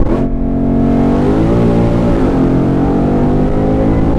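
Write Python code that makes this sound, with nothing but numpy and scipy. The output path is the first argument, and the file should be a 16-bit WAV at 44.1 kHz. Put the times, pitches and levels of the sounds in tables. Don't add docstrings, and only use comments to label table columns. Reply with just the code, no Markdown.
import sys
import numpy as np
from scipy import signal
from scipy.fft import rfft, irfft
from scipy.io import wavfile
from scipy.ndimage import uniform_filter1d

SR = 44100
rng = np.random.default_rng(int(sys.argv[2]) if len(sys.argv) > 2 else 0)


def persist_wave(psi):
    counts = np.round(np.clip(psi, -1, 1) * 32767).astype(np.int16)
    wavfile.write(sys.argv[1], SR, np.atleast_2d(counts).T)


N = 184368

# centre_s, length_s, depth (0-1)
MIC_BUFFETS = [(0.043, 0.021, 0.82), (0.084, 0.0082, 0.73), (1.906, 0.0026, 1), (2.171, 0.0048, .7),
               (2.49, .006, 0.62), (3.496, 0.0057, 0.8), (3.51, 0.0038, 1), (4.004, 0.0058, 0.56),
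               (4.145, 0.0086, 0.94), (4.16, 0.0026, 0.98)]


def from_db(db):
    return 10 ** (np.asarray(db) / 20)


def rms_one(x):
    return x / np.sqrt(np.mean(x ** 2) + 1e-20)


def in_time(rows):
    return np.interp(np.arange(N) / SR, *np.transpose(rows))


def swells(rows):
    t = np.arange(N) / SR
    return sum(np.outer(heights, np.exp(-(2 * (t - centre_s) / length_s) ** 2))
               for centre_s, length_s, *heights in rows)


def at_hz(spectrum, hz):
    points_hz, levels_db = np.transpose(spectrum)
    return np.interp(np.log(hz), np.log(points_hz), levels_db)


def coloured(x, spectrum):
    hz = np.maximum(np.arange(N // 2 + 1) * SR / N, 1)
    skirt = np.minimum(1, spectrum[-1][0] / hz) ** 4
    return rms_one(irfft(rfft(x) * from_db(at_hz(spectrum, hz)) * skirt, N))


def drift(rate_hz, hop=40):
    pole = np.exp(-2 * np.pi * rate_hz * hop / SR)
    noise = rng.standard_normal(N // hop + 2002)
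    slow = signal.lfilter([1], [1, -2 * pole, pole * pole], noise)[2000:]
    return np.interp(np.arange(N) / hop, np.arange(len(slow)), rms_one(slow))


def order_tone(cycles, order, scatter=1):
    return np.sin(2 * np.pi * (order * cycles + scatter * rng.random()))


def peak_db(hz, centre_hz, half_width_hz, boost_db):
    return boost_db / (1 + np.square((hz - centre_hz) / half_width_hz))


def throttled(throttle, open_db, drop_db, bend):
    return open_db - drop_db * (1 - throttle) ** bend


def rumbling(spectrum):
    noise = coloured(rng.standard_normal(N), spectrum)
    return noise / np.sqrt(uniform_filter1d(noise ** 2, size=6000))


def exhaust(cycles, cycle_hz, throttle, load, rough, sag_db, split_hz=340, pipe_lag_cycles=0.067):
    # order (multiple of the cycle rate), light_db, loaded_db
    bank_orders = [(1, -26.5, -34), (2, -36, -41), (3, -35.5, -35), (4, -41.5, -34.5), (5, -32.5, -40),
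                   (6, -35, -37.5), (7, -54, -35), (8, -31, -34), (9, -39.5, -36.5), (10, -31, -33),
                   (11, -38.5, -39.5), (12, -41, -44.5), (13, -36.5, -44), (14, -33.5, -37),
                   (15, -32.5, -38), (16, -44.5, -40)]
    # centre_hz, half_width_hz, boost_db
    resonances = [(116.7, 20.9, 18.5), (166.7, 15.2, 9), (252.7, 45.9, 18.5), (335.6, 33, 12.5),
                  (369, 13, -4.5), (421.7, 14.8, 8.5), (484.7, 19.6, 7.5), (531.4, 7.7, 7.5),
                  (579, 22, 6.5), (677, 37, 7), (786, 20, 7.5)]
    # centre_s, length_s, boost_db
    boom = [(1.4, 1, 15)]
    boom_db, = swells(boom)
    drone_db = throttled(throttle, open_db=1.46, drop_db=11.5, bend=4.3) + sag_db
    bark_db = throttled(throttle, open_db=0.08, drop_db=12.5, bend=2.25)
    out = 0
    for order, light_db, loaded_db in bank_orders:
        hz = order * cycle_hz
        low = 1 / (1 + (hz / split_hz) ** 12)
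        level_db = (1 - load) * light_db + load * loaded_db + low * drone_db + (1 - low) * bark_db
        body_db = sum(peak_db(hz, *row) for row in resonances)
        body_db += peak_db(hz, centre_hz=404.5, half_width_hz=5.3, boost_db=boom_db)
        timing = cycles - pipe_lag_cycles * order
        timing += 0.076 * rough * drift(13) / order
        uneven_db = 4 * rough * drift(11.8) + load * drift(2.7)
        out += from_db(level_db + body_db + uneven_db) * order_tone(timing, order, scatter=0.36)
    return np.sqrt(2) * out


def pulse_edge(cycles, cycle_hz, throttle, load, trim_db, uneven_db=4.5):
    # frequency_hz, relative_db
    light_spectrum = [(700, 3.5), (900, 2.5), (1020, -11.5), (1110, 3), (1190, -23.5), (1300, -5),
                      (1480, -15.5), (1650, -11), (1900, -18), (2010, -14), (2130, -15.5), (3000, -30)]
    loaded_spectrum = [(650, 0.5), (810, 8), (960, -4.5), (1150, -6), (1300, -1.5), (1480, -10.5),
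                       (2100, -18), (3600, -31)]
    out = 0
    for order in range(17, 58):
        hz = order * cycle_hz
        level_db = (1 - load) * at_hz(light_spectrum, hz) + load * at_hz(loaded_spectrum, hz)
        smear = 0.048 * load * drift(25) / order
        out += from_db(level_db + uneven_db * drift(2.93)) * order_tone(cycles + smear, order)
    edge_db = throttled(throttle, open_db=-26, drop_db=16, bend=1.1) + trim_db - 2.5 * load
    return from_db(edge_db) * rms_one(out)


def turbulence(pulses, spectrum, depth):
    return coloured(rng.standard_normal(N) * np.exp(depth * np.tanh(pulses)), spectrum)


def exhaust_gas(pipes, throttle, rough, treble_db):
    # frequency_hz, relative_db
    roar_spectrum = [(70, -26), (110, -3), (250, 0), (450, -5), (650, -10), (850, -15), (1050, -18),
                     (1400, -23.5)]
    rasp_spectrum = [(600, -14), (900, 2.5), (1300, 1), (1600, -4.5), (2200, -4.5), (3200, -9),
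                     (4200, -16.5), (6000, -44.5)]
    hiss_spectrum = [(2500, 0), (4000, 1), (6000, -3.5), (8000, -7), (9500, -9.5), (11000, -15),
                     (13000, -20.5), (15500, -26)]
    pulses = pipes / np.sqrt(uniform_filter1d(pipes ** 2, size=4410))
    roar_db = throttled(throttle, open_db=-25.5, drop_db=13, bend=4.8) + 7.3 * rough
    rasp_db = throttled(throttle, open_db=-33.5, drop_db=21.5, bend=1.13) + treble_db
    hiss_db = throttled(throttle, open_db=-41.5, drop_db=23.5, bend=1.28) + treble_db
    roar = from_db(roar_db) * turbulence(pulses, roar_spectrum, depth=0.79)
    rasp = from_db(rasp_db) * turbulence(pulses, rasp_spectrum, depth=0.64)
    hiss = from_db(hiss_db) * turbulence(pulses, hiss_spectrum, depth=0.22)
    return roar + rasp + hiss


def blower(cycles, cycle_hz, load, order=18.55, octave_db=-5, flutter_db=3):
    level_db = -46 - 14.5 * (1 - load) + 15 * np.log2(cycle_hz / 50)
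    intake_db = peak_db(order * cycle_hz, centre_hz=1008, half_width_hz=9.6, boost_db=13.5)
    flare_db = uniform_filter1d(intake_db, size=6000)
    whine = order_tone(cycles, order) + from_db(octave_db) * order_tone(cycles, 2 * order)
    return np.sqrt(2) * from_db(level_db + flare_db + flutter_db * drift(15)) * whine


def road_and_air(throttle, air_db=-21.5, rise_db_per_s=0.9):
    # frequency_hz, relative_db
    tyre_spectrum = [(22, -6), (35, -13.5), (58, 0.5), (78, -7.5), (130, -18.5)]
    air_spectrum = [(4, -6), (8, 2.5), (20, 19.5), (32, 25), (42, -15.5)]
    # centre_s, length_s, bump_db, gust_db
    jolts = [(.03, 0.17, 17.5, 16.5), (.2, 0.25, -9, 1), (.37, 0.13, 9.5, 9), (.55, 0.56, 0, 1),
             (1.25, 0.37, 2.5, -2), (2.05, 0.39, 0, 5), (2.9, 0.69, 0, -3.5), (3.45, 0.31, -1, 7),
             (4.16, 0.66, 6, 3.5)]
    bump_db, gust_db = swells(jolts)
    tyres_db = throttled(throttle, open_db=-24.5, drop_db=1, bend=0.76)
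    tyres_db += rise_db_per_s * np.arange(N) / SR
    tyres = from_db(tyres_db + bump_db) * rumbling(tyre_spectrum)
    air = from_db(air_db + gust_db) * rumbling(air_spectrum)
    return tyres + air


def scene(load_from=0.79, duck_db=4.5, duck_s=0.07, upshift_s=2.26, settle_s=0.22):
    # time_s, cycle_hz
    engine_speed = [(0.0, 33.6), (0.06, 36.3), (0.13, 42.6), (0.16, 45.1), (0.17, 45.4), (0.37, 45.3),
                    (0.78, 45.6), (0.86, 46.1), (1.05, 46.2), (1.13, 47.5), (1.28, 50.5), (1.44, 54.7),
                    (1.51, 57.3), (1.56, 58.7), (1.8, 57.5), (2.07, 58.6), (2.08, 58.5), (2.18, 54.5),
                    (2.34, 44.6), (2.47, 43.2), (2.65, 45.2), (2.77, 45.5), (2.87, 46.6), (3.68, 52.3),
                    (3.74, 52.5), (3.91, 54.3), (4.02, 54.1), (4.18, 56.8)]
    # time_s, throttle (0-1)
    pedal = [(.06, 0.59), (.12, 0.75), (.19, 0.78), (.29, 0.02), (.42, 0.13), (.54, 0.22), (.77, 0.44),
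             (.92, 0.73), (1.08, 0.83), (1.25, 0.96)]
    # centre_s, length_s, roughness (0-1), drone_db
    gear_changes = [(.13, 0.2, 0.55, -4.5), (2.23, 0.31, 0.46, -1)]
    cycle_hz, throttle = in_time(engine_speed), np.clip(in_time(pedal), 0, 1)
    load = np.clip((throttle - load_from) / (1 - load_from), 0, 1)
    shift_rough, shift_db = swells(gear_changes)
    pull_rough = (0.54 + 0.45 * np.log2(cycle_hz / 50)) * load
    rough = np.clip(pull_rough + shift_rough, 0, 1)
    buffeted, = swells([(centre_s, duck_s, depth) for centre_s, _, depth in MIC_BUFFETS])
    since_upshift_s = np.maximum(np.arange(N) / SR - upshift_s, 0)
    settled_db = -5 * (1 - np.exp(-since_upshift_s / settle_s))
    cycles = np.cumsum(cycle_hz) / SR + 0.0055 * rough * drift(68)
    pipes = exhaust(cycles, cycle_hz, throttle, load, rough, sag_db=shift_db - duck_db * buffeted)
    edge = pulse_edge(cycles, cycle_hz, throttle, load, trim_db=settled_db / 2)
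    gas = exhaust_gas(pipes, throttle, rough, treble_db=settled_db)
    return (pipes + edge + gas + blower(cycles, cycle_hz, load) + road_and_air(throttle))[None]


def record(dry, ceiling=0.74, stop=0.35, fade_in_s=0.002, cutoff_hz=16300):
    t = np.arange(N) / SR
    out = dry / (1 + (dry / ceiling) ** 4) ** (1 / 4)
    out *= np.minimum(t / fade_in_s, 1)
    for centre_s, length_s, depth in MIC_BUFFETS:
        pinned = depth * np.exp(-(2 * (t - centre_s) / length_s) ** 4)
        out = (1 - pinned) * out + pinned * stop
    return signal.sosfilt(signal.cheby2(16, 60, cutoff_hz, fs=SR, output="sos"), out)


dry = scene()
out = record(dry)
persist_wave(out)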